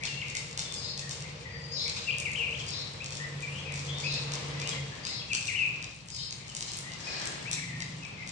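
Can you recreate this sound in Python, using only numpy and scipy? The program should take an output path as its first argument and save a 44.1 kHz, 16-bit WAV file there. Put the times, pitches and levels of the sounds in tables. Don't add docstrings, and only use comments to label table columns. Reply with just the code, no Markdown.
import sys
import numpy as np
from scipy import signal
from scipy.fft import rfft, irfft
from scipy.io import wavfile
from scipy.ndimage import map_coordinates

SR = 44100
rng = np.random.default_rng(int(sys.argv[2]) if len(sys.argv) > 2 else 0)


def wrap_up_sound(samples):
    columns = np.atleast_2d(samples).T
    tamed = np.clip(columns, -1, 1)
    steps = np.round(tamed * 32767).astype(np.int16)
    wavfile.write(sys.argv[1], SR, steps)


N = 366471
T = np.arange(N) / SR

# (f/Hz, density level/dB)
AIR_SPECTRUM = [(25, -35), (50, -4.5), (90, 0.5), (150, 4), (240, -11.5), (500, -16), (700, -17.5),
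                (1100, -15), (1500, -21.5), (2150, -17.5), (5700, -29), (8800, -43), (11200, -59),
                (15000, -65)]
# (t/s, level/dB)
AIR_SWELL = [(0.0, -57), (2.08, -57), (2.42, -54), (3.54, -54), (4.77, -49), (4.79, -55), (5.89, -57.5),
             (5.95, -63.5), (6.8, -57)]
# (t/s, level/dB)
SWISH_COURSE = [(6.9, -67), (7.08, -42), (7.25, -38.5), (7.38, -43.5), (7.6, -49.5)]
# (f/Hz, density level/dB)
SWISH_SPECTRUM = [(100, -23), (280, 2.5), (700, 2.5), (1450, -0.5), (1650, 4), (1800, 5), (2500, -1.5),
                  (5000, -7), (9000, -17), (12000, -50)]

# (t/s, level/dB)
CRUISING_COURSE = [(0.0, -59), (0.04, -45.5), (0.93, -56), (0.97, -47), (2.71, -54), (3.82, -38.5),
                   (4.91, -42), (4.949, -65), (5.2, -79)]
# (t/s, level/dB)
SPEEDING_COURSE = [(0, -67), (2.8, -50), (4.6, -80), (5.6, -46), (6.0, -59), (7.0, -58.5), (7.8, -39.5),
                   (8.05, -49.5), (8.31, -49)]
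CRUISING_LINES = [-9.5, -34, -10, 4.5, -12.5, -23, -26]
SPEEDING_LINES = [4, 5.5, 3, -13, -12.5, -11.5, -9.5]
CRUISE_HZ, CREEP_HZ_PER_S, LETS_OFF_S, SLOWING_HZ_PER_S = 17.5, .085, 4.62, 2.1
IDLE_HZ, PULLS_AWAY_S, GATHER_HZ_PER_S = 17.65, 4.45, 2.23
# (t/s, level/dB)
ROAR_SWELL = [(0.0, -55), (0.02, -54), (2.52, -49), (2.69, -54.5), (4.84, -46), (4.94, -57), (6.9, -69)]
# (f/Hz, width/Hz, relative level/dB)
ROAR_BASS_MODES = [(70, 6.6, -0.5), (139.5, 43, 6.5)]
ROAR_UPPER_MODES = [(467.4, 37, 0), (524, 33, -3.5), (600, 22, -7), (885, 74, -12.5)]

# (delay t/s, relative level/dB)
FIRST_ECHOES = [(.0096, -17), (.0154, -8), (.0173, 0), (.0397, -13)]
# (f/Hz, fall by 60 dB t/s)
PORCH_RING = [(1000, 0.44), (2500, 0.96), (5000, 0.57), (8000, 0.54), (12000, 0.43)]
WALL_HZ = 9300
PILLAR_ECHO_S, PILLAR_ECHO_DB = .047, -10

# (t/s, relative level/dB, f/Hz, share sent into the ring/dB)
TICK_EVENTS = [(0.0364, -22.5, 4640, 1), (0.2833, -32, 5840, -1), (0.3521, -22, 6240, -1.5),
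               (0.512, -35, 6500, -12), (0.576, -20.5, 5770, -1), (0.724, -27, 6600, 0.5),
               (.977, -26, 5860, -1), (1.094, -26.5, 6140, 1), (1.2065, -32.5, 6000, -11),
               (1.88, -24, 5330, -3), (1.9499, -31.5, 4080, 7), (2.021, -42.5, 5430, 8.5),
               (2.1844, -23, 7900, -4.5), (2.3166, -32, 7700, -2.5), (2.577, -37.5, 5600, 5.5),
               (2.6663, -34, 6000, 1), (2.689, -30, 7500, -19), (2.803, -41, 4900, -6),
               (3.044, -28.5, 5540, -4.5), (3.1066, -31, 5470, 0.5), (3.1538, -30, 5960, -1.5),
               (3.406, -36, 7260, 0), (3.723, -32, 7700, -6), (3.7408, -32, 6150, -1),
               (3.776, -31.5, 5600, -1), (3.8506, -36.5, 5970, 1), (3.9849, -30, 5700, 1.5),
               (4.1239, -24.5, 4400, -0.5), (4.32, -25, 5360, -1.5), (4.337, -26.5, 6600, -17),
               (4.6, -27.5, 5060, -4), (4.6747, -22, 6050, -1), (5.0518, -24, 4860, -1.5),
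               (5.333, -17.5, 6200, -1.5), (5.4553, -27, 6340, 2), (5.8263, -28.5, 4700, -7),
               (6.0861, -33, 6300, -2), (6.148, -31.5, 5960, -2), (6.3088, -28, 5600, -3.5),
               (6.4814, -35.5, 6260, -6), (6.5502, -24.5, 6900, -2), (6.6082, -23, 5570, -4),
               (6.6642, -37, 5000, 9), (6.718, -27.5, 6600, -2), (6.771, -24.5, 9300, -3.5),
               (6.9196, -32.5, 4830, -2), (6.9883, -40, 6100, 6), (7.1994, -28, 5400, -3),
               (7.256, -23.5, 7100, -4), (7.514, -19, 6800, 0.5), (7.8048, -25.5, 4800, -5),
               (8.034, -38, 5550, -15), (8.2748, -30.5, 6100, -5)]
# (t/s, relative level/dB, f/Hz, upper voice f/Hz, held voices over the falling rasp/dB)
CALL_EVENTS = [(0.756, -47.5, 4970, 5250, 1.5), (1.71, -41, 4966, 5360, -0.5),
               (2.663, -44, 4930, 5410, -3.5), (4.021, -42.5, 4944, 5270, -2.5),
               (5.028, -46.5, 4864, 5220, -.5), (6.109, -48, 5000, 5240, 0.5), (7.03, -49, 5100, 5500, 0.5)]
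# (t/s from its start, pitch over the call's pitch, level/dB, rasp 0-1)
CALL_FALL = [(0, .96, -14, .6), (.016, .97, -7, .5), (.04, .94, -7, .8), (.06, .83, -4, 1),
             (.08, .81, -2, .8), (.135, .84, -2, .9), (.17, .83, -8, .7)]
# (pitch over the call's pitch, entry t/s, length t/s, level/dB, unsteadiness of pitch)
HELD_VOICES = [(1, 0, .125, 0, .009), (.96, 0, .11, -7, .03), (.937, .08, .09, -4, .011),
               (.87, .085, .085, -5, .014), (.81, .065, .08, -6, .017), (.755, .07, .08, -9, .025),
               (1.31, 0, .13, -10, .035)]

# (t/s, length t/s, middle f/Hz, glide/octaves, relative level/dB, rasp 0-1)
WHISTLE_NOTES = [(.004, 0.051, 2310, .18, -34, 0.87), (0.025, .028, 2295, .09, -25, 0.4),
                 (0.072, 0.019, 2880, -0.22, -32, 0.2), (.085, 0.074, 2740, -0.03, -40, 0.03),
                 (0.17, 0.042, 2760, 0, -38, 0.07), (0.215, 0.0096, 2605, -0.56, -23.5, 0),
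                 (.221, 0.013, 2155, -.02, -26, 0.14), (.236, .065, 2360, .08, -45, 0.77),
                 (0.344, 0.036, 2100, .25, -42, 0.7), (.375, 0.041, 2030, -0.134, -49, 0.42),
                 (0.651, 0.015, 3520, 0, -44, 0.08), (.69, 0.036, 3500, 0, -46, 0.2),
                 (1.012, 0.046, 1860, -0.11, -49, 0.14), (1.195, 0.035, 2750, -0.03, -56, 0),
                 (1.236, 0.035, 2194, 0.32, -46.5, .3), (1.403, 0.031, 2440, -.25, -55, 0.25),
                 (1.447, 0.05, 1950, -.1, -43.5, .2), (1.491, 0.062, 2210, -0.28, -52.5, .5),
                 (1.531, 0.047, 1937, .02, -45, 0.26), (1.483, 0.31, 4730, 0, -55, 0.11),
                 (1.853, 0.039, 2282, .16, -43, 0.4), (1.94, 0.22, 4800, -0.048, -56.5, 0.15),
                 (2.212, 0.028, 2320, .15, -40, 0.24), (2.467, 0.036, 2320, -.12, -37, 0.37),
                 (2.523, 0.013, 2720, .3, -24, 0.51), (2.548, 0.0097, 3230, .3, -30.5, .05),
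                 (2.57, 0.021, 2750, .2, -57, 0.07), (2.594, 0.021, 3220, -0.17, -38, .2),
                 (3.001, 0.026, 2505, 0.26, -29.5, 0), (3.194, 0.079, 1963, .039, -43, 0.08),
                 (3.195, 0.038, 1790, 0.075, -40, 0.08), (3.423, 0.037, 2370, -0.078, -26, 0.09),
                 (3.454, 0.038, 1940, -0.071, -46, 0.73), (3.481, 0.14, 2930, 0.42, -48, 0.55),
                 (3.645, 0.12, 2350, -0.18, -42, 0.57), (3.875, 0.062, 3372, 0.11, -42.5, 0.57),
                 (3.935, 0.057, 3635, -.01, -44, 0.2), (4.032, 0.0436, 2500, 0.22, -25.5, 0.41),
                 (4.074, 0.053, 2670, 0.087, -36, 0.4), (4.497, 0.14, 2000, 0.11, -49.5, 0),
                 (4.604, 0.082, 2600, 0.5, -39, 0.37), (4.711, .027, 3280, -.03, -34, 0.13),
                 (4.754, 0.03, 3270, -0.017, -51, 0.02), (4.726, 0.071, 2090, -0.13, -44.5, 0.4),
                 (4.917, 0.033, 1770, 0.1, -45, 0.14), (5.085, 0.046, 2100, 0.3, -49, .1),
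                 (5.193, 0.019, 3290, -0.019, -44, 0.1), (5.212, .011, 2700, -0.37, -40, .03),
                 (5.574, 0.047, 2090, -.04, -35, .3), (6.185, 0.048, 3070, .091, -51, 0.5),
                 (6.378, 0.08, 2220, 0.14, -54, 0.8), (6.488, .045, 2950, -.16, -51, 0.26),
                 (6.827, 0.087, 1960, 0.15, -47.5, 0.14), (6.885, 0.073, 2850, -0.0099, -55.5, 0.06),
                 (7.067, 0.029, 2470, 0, -28.5, 0.01), (7.127, 0.25, 1644, -0.046, -50.5, .1),
                 (7.452, 0.051, 2480, 0.45, -37, 0.3), (7.517, 0.032, 2500, 0.28, -48, .4),
                 (7.567, .038, 2170, -.2, -34, 0.54), (7.61, 0.048, 2120, -0.29, -31, 0.6),
                 (7.671, 0.046, 1976, -0.071, -38, 0.18), (7.664, .15, 2355, -.15, -54, 0.7),
                 (7.725, 0.048, 1860, -0.063, -42, 0), (7.803, 0.032, 2050, -.2, -28.5, 0.45),
                 (7.857, 0.037, 2044, .15, -55, 0), (7.98, .035, 2780, .03, -57, 0.1),
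                 (8.024, 0.029, 2575, .01, -43, 0.03), (8.048, 0.015, 2335, -.02, -37, 0),
                 (8.056, 0.0095, 2515, .24, -45, 0.2), (8.14, 0.037, 2350, -.1, -54, 0.3),
                 (8.173, 0.071, 2080, -0.038, -45.5, 0.17), (8.221, .018, 2330, 0.37, -38, 0.13),
                 (8.255, .05, 2200, -0.3, -57, .4)]
BEND = 0.091
# (t/s into the figure, f/Hz, level/dB)
OPENING = [(0, 2700, -15), (.012, 2760, -6), (.022, 2600, 1), (.032, 2330, -1), (.04, 2700, 1),
           (.046, 3250, -8), (.05, 3350, -18)]
DROP = [(0, 3050, -14), (.005, 2800, -3), (.01, 2450, 1), (.019, 2200, -3), (.029, 2080, -8),
        (.042, 1850, -16)]
SWEEP = [(0, 2400, -8), (.006, 2270, 0), (.011, 2800, -2), (.018, 3300, -9), (.03, 2990, -7),
         (.052, 2770, -1), (.072, 2600, 0), (.098, 2380, -5), (.122, 2260, -14)]
# (t/s, figure, stretch in time, width of the glides, level/dB)
SYLLABLES = [(2.066, OPENING, 1, 1, -28), (2.250, DROP, 1, 1, -29.5), (2.347, SWEEP, 1, 1, -30),
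             (5.294, OPENING, 1.05, .9, -30.5), (5.478, DROP, 1, 1.05, -28.5),
             (5.545, SWEEP, 1.02, .75, -27)]
SONG_HZ = 2400

# (f/Hz, level/dB)
LEFT_COLOUR = [(400, 0), (1200, -1), (2400, 2.5), (4500, 5), (6500, 6), (7600, 6.5), (9000, -20),
               (11000, -18.5), (15000, -21)]
RIGHT_COLOUR = [(400, 0), (1200, -3), (2400, -1), (4500, 3.5), (6500, -1.5), (8600, 5.5), (9600, 1),
                (11000, -6.5), (15000, -20)]
TOP_HZ = 15700


def undb(db):
    return 10 ** (np.asarray(db) / 20)


def unit(x):
    return x / np.sqrt(np.mean(x ** 2) + 1e-20)


def curve(rows):
    rows = np.array(rows)
    return np.interp(T, rows[:, 0], rows[:, 1])


def shape(x, gain):
    return irfft(rfft(x) * gain(np.fft.rfftfreq(x.shape[-1], 1 / SR) + 1e-3), x.shape[-1])


def colour(x, points):
    hz, db = np.transpose(points)
    return shape(x, lambda f: undb(np.interp(np.log(f), np.log(hz), db)))


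def wander(rate, size):
    points = rng.standard_normal(int(size / SR * rate) + 4)
    return map_coordinates(points, [np.arange(size) / SR * rate + 1], order=3, mode="nearest")


def tone(hz):
    return np.sin(2 * np.pi * np.cumsum(hz) / SR)


def add(track, start, sound):
    i = max(int(start * SR), 0)
    part = sound[:max(N - i, 0)]
    track[i:i + len(part)] += part


def delay(x, seconds):
    return np.concatenate([np.zeros(int(round(seconds * SR))), x])[:N]


def porch_tail(build_s, linger):
    t = T[:int(1.3 * SR)]
    noise = rng.standard_normal((2, len(t)))
    sparseness = np.exp(-t / 0.15)
    noise = noise * (np.abs(noise) / np.sqrt(np.pi)) ** sparseness
    hz, t60 = np.transpose(PORCH_RING)
    tail = 0
    for share, decay in zip(np.eye(len(hz)), t60):
        band = shape(noise, lambda f: np.interp(f, hz, share))
        tail = tail + band * np.exp(-np.log(1000) * t / (decay * linger))
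    build = 1 - np.exp(-(t / build_s) ** 2)
    return unit(tail * build) / np.sqrt(len(t))


def porch(x, echo_db, ring_db, pan_db, build_s=0.007, linger=1.0, feed=None):
    wall = lambda f: 1 / np.sqrt(1 + (f / WALL_HZ) ** 6)
    dulled = shape(x, wall)
    sent = dulled if feed is None else shape(feed, wall)
    echoes = sum(undb(db) * delay(dulled, s) for s, db in FIRST_ECHOES)
    early = x + undb(echo_db) * echoes
    ports = np.array([delay(early, .00034), early])
    balance = undb(np.array([[pan_db], [-pan_db]]) / 2)
    ring = signal.fftconvolve(sent[None], porch_tail(build_s, linger), axes=1)[:, :N]
    return ports * balance + undb(ring_db) * ring


def swish():
    gate = (T > SWISH_COURSE[0][0]) & (T < SWISH_COURSE[-1][0])
    noise = unit(colour(rng.standard_normal((2, N)), SWISH_SPECTRUM))
    return noise * undb(curve(SWISH_COURSE)) * gate


def outdoors(wide_hz=520, bass_db=-49, bass_hz=200, air_db=12):
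    mid, side = colour(rng.standard_normal((2, N)), AIR_SPECTRUM)
    side = shape(side, lambda f: np.clip(f / wide_hz, .22, .95))
    air = (mid + side * np.array([[1], [-1]])) / np.std(mid)
    bass = shape(air, lambda f: 1 / (1 + (f / bass_hz) ** 4))
    swell = undb(air_db + curve(AIR_SWELL) + .8 * wander(5, N))
    return undb(bass_db) * bass + swell * (air - bass)


def engine(speed, loudness, orders, unsteady=0.0042, flutter_db=2):
    turns = np.cumsum(speed * (1 + unsteady * wander(9, N))) / SR
    lines = np.zeros(N)
    for multiple, db in enumerate(orders, start=5):
        flutter = undb(db + flutter_db * wander(16, N))
        lines += flutter * np.sin(2 * np.pi * (multiple * turns + rng.random()))
    return unit(lines) * undb(curve(loudness))


def resonances(modes):
    total = np.zeros(N)
    for hz, width, db in modes:
        peak = lambda f: 1 / (1 + ((f - hz) / width * 1.92) ** 2)
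        total += undb(db) * unit(shape(rng.standard_normal(N), peak))
    return unit(total)


def roar(low_db=-54, high_db=-54.5, spread=0.36, low_swell=0.91, high_swell=1.13):
    level = curve(ROAR_SWELL)
    swell_db = level - level[T < LETS_OFF_S].mean()
    low = resonances(ROAR_BASS_MODES) * undb(low_db + low_swell * swell_db)
    high = resonances(ROAR_UPPER_MODES) + spread * resonances(ROAR_UPPER_MODES) * np.array([[1], [-1]])
    return low + undb(high_db + high_swell * swell_db) * high


def hum():
    slowing = SLOWING_HZ_PER_S * np.clip(T - LETS_OFF_S, 0, 1)
    cruising_hz = CRUISE_HZ + CREEP_HZ_PER_S * T - slowing
    speeding_hz = IDLE_HZ + GATHER_HZ_PER_S * np.maximum(T - PULLS_AWAY_S, 0)
    cruising = engine(cruising_hz, CRUISING_COURSE, CRUISING_LINES)
    speeding = engine(speeding_hz, SPEEDING_COURSE, SPEEDING_LINES)
    return cruising + speeding + roar()


def snap(db, hz, ring_s=.00009, splinter_db=-5):
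    t = T[:128]
    softness = undb(-.2 * np.clip(db + 18, -15, 0))
    rise = t / (softness * ring_s / 2)
    burst = undb(db) * rise * np.exp(1 - rise) * np.sin(2 * np.pi * hz * t)
    splinter_s = rng.uniform(.0004, .0014)
    return burst + undb(splinter_db) * np.interp(t - splinter_s, t, burst)


def ticks(loud_db=3.14, crackle_count=5, crackle_db=-19, crackle_s=.04,
          grain_count=420, grain_db=-46, grain_range_db=12, grain_hz=6300):
    loud = [(start, db + loud_db, hz, send_db) for start, db, hz, send_db in TICK_EVENTS]
    grains = []
    for u, v, w in rng.random((grain_count, 3)):
        grains.append((u * N / SR, grain_db + grain_range_db * (v - .5), grain_hz * 2 ** (w - .5), 0))
    crackles = []
    for start, db, hz, send_db in loud:
        for u, v, w in rng.random((crackle_count, 3)):
            later = start - crackle_s * np.log(1 - u)
            crackle_level = db + crackle_db + grain_range_db * (v - .5)
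            crackles.append((later, crackle_level, hz * 2 ** (w - .5), send_db))
    out, feed = np.zeros(N), np.zeros(N)
    for start, db, hz, send_db in loud + crackles + grains:
        sound = snap(db, hz)
        add(out, start, sound)
        add(feed, start, undb(send_db) * sound)
    return undb(2.5) * porch(out, echo_db=1.5, ring_db=6, pan_db=0, build_s=.012, feed=feed)


def harsh_calls(rasp_depth=0.062, upper_db=-2):
    out = np.zeros(N)
    s, ratio, course_db, rasp = np.transpose(CALL_FALL)
    t = T[:int(s[-1] * SR)]
    for start, db, hz, upper_hz, held_db in CALL_EVENTS:
        shake = rasp_depth * np.interp(t, s, rasp) * wander(900, len(t))
        fall = undb(np.interp(t, s, course_db)) * tone(hz * (np.interp(t, s, ratio) + shake))
        add(out, start, undb(db + 4.5) * signal.windows.tukey(len(t), .1) * fall)
        upper = (upper_hz / hz, .012, .165, upper_db, .011)
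        for pitch, enters, length, voice_db, unsteady in [upper] + list(HELD_VOICES):
            size = int(length * SR)
            voice = tone(hz * pitch * (1 + unsteady * wander(500, size)))
            voice = voice * undb(3 * wander(200, size) - 1)
            gain = undb(db + held_db + voice_db)
            add(out, start + enters, gain * signal.windows.tukey(size, .2) * voice)
    return undb(-3.5) * porch(out, echo_db=-32.0, ring_db=3.0, pan_db=9.0, build_s=0.011)


def slur(length, pitches, rasp, waver_hz=25, rasp_hz=260, swell_db_per_s=10, trill_hz=110):
    u = np.linspace(0, 1, int(length * SR))
    hz = np.polyval(np.polyfit([0, .5, 1], pitches, 2), u)
    hz = hz + waver_hz * wander(138.4, len(u)) + rasp_hz * rasp * wander(376.0, len(u))
    swell_db = swell_db_per_s * length * (u - .5) + (1.2 + 3 * rasp) * wander(94, len(u))
    swell = signal.windows.tukey(len(u), .35) * undb(swell_db)
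    trill = 1 + 0.18 * np.sin(2 * np.pi * (trill_hz * u * length + rng.random()))
    return swell * trill * tone(hz)


def whistles(near_db=-38):
    near, far = np.zeros(N), np.zeros(N)
    for start, length, hz, octaves, db, rasp in WHISTLE_NOTES:
        glide = octaves * np.array([-.5, 0, .5]) + BEND * abs(octaves) * np.array([1, 0, 1])
        note = undb(db) * slur(length, hz * 2 ** glide, np.clip(rasp, 0, 1))
        closeness = .5 + .5 * np.tanh((db - near_db) / 6)
        add(near, start, closeness * note)
        add(far, start, (1 - closeness) * note)
    close = porch(near, echo_db=-13, ring_db=-1.5, pan_db=5.5, build_s=.016, linger=.87)
    distant = porch(far, echo_db=-12, ring_db=1.5, pan_db=8, build_s=.014, linger=.91)
    return undb(-10.0) * close + undb(-1.0) * distant


def song(quiver=0.02, flutter_db=-0.5):
    out = np.zeros(N)
    for start, figure, stretch, span, db in SYLLABLES:
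        s, hz, course_db = np.transpose(figure)
        t = T[:int(s[-1] * stretch * SR)] / stretch
        glide = SONG_HZ * (np.interp(t, s, hz) / SONG_HZ) ** span
        pitch = glide * (1 + quiver * wander(400, len(t)))
        swell = undb(db + np.interp(t, s, course_db) + flutter_db * wander(220, len(t)))
        add(out, start, signal.windows.tukey(len(t), .08) * swell * tone(pitch))
    heard = out + undb(PILLAR_ECHO_DB) * delay(out, PILLAR_ECHO_S)
    return porch(heard, echo_db=-13, ring_db=-1, pan_db=5.5, build_s=.01, linger=.82, feed=out)


def scene():
    return outdoors() + swish() + hum() + ticks() + harsh_calls() + whistles() + song()


def record(dry):
    heard = np.array([colour(dry[0], LEFT_COLOUR), colour(dry[1], RIGHT_COLOUR)])
    return signal.sosfilt(signal.ellip(8, .2, 70, TOP_HZ, fs=SR, output="sos"), heard)


dry = scene()
out = record(dry)
wrap_up_sound(out)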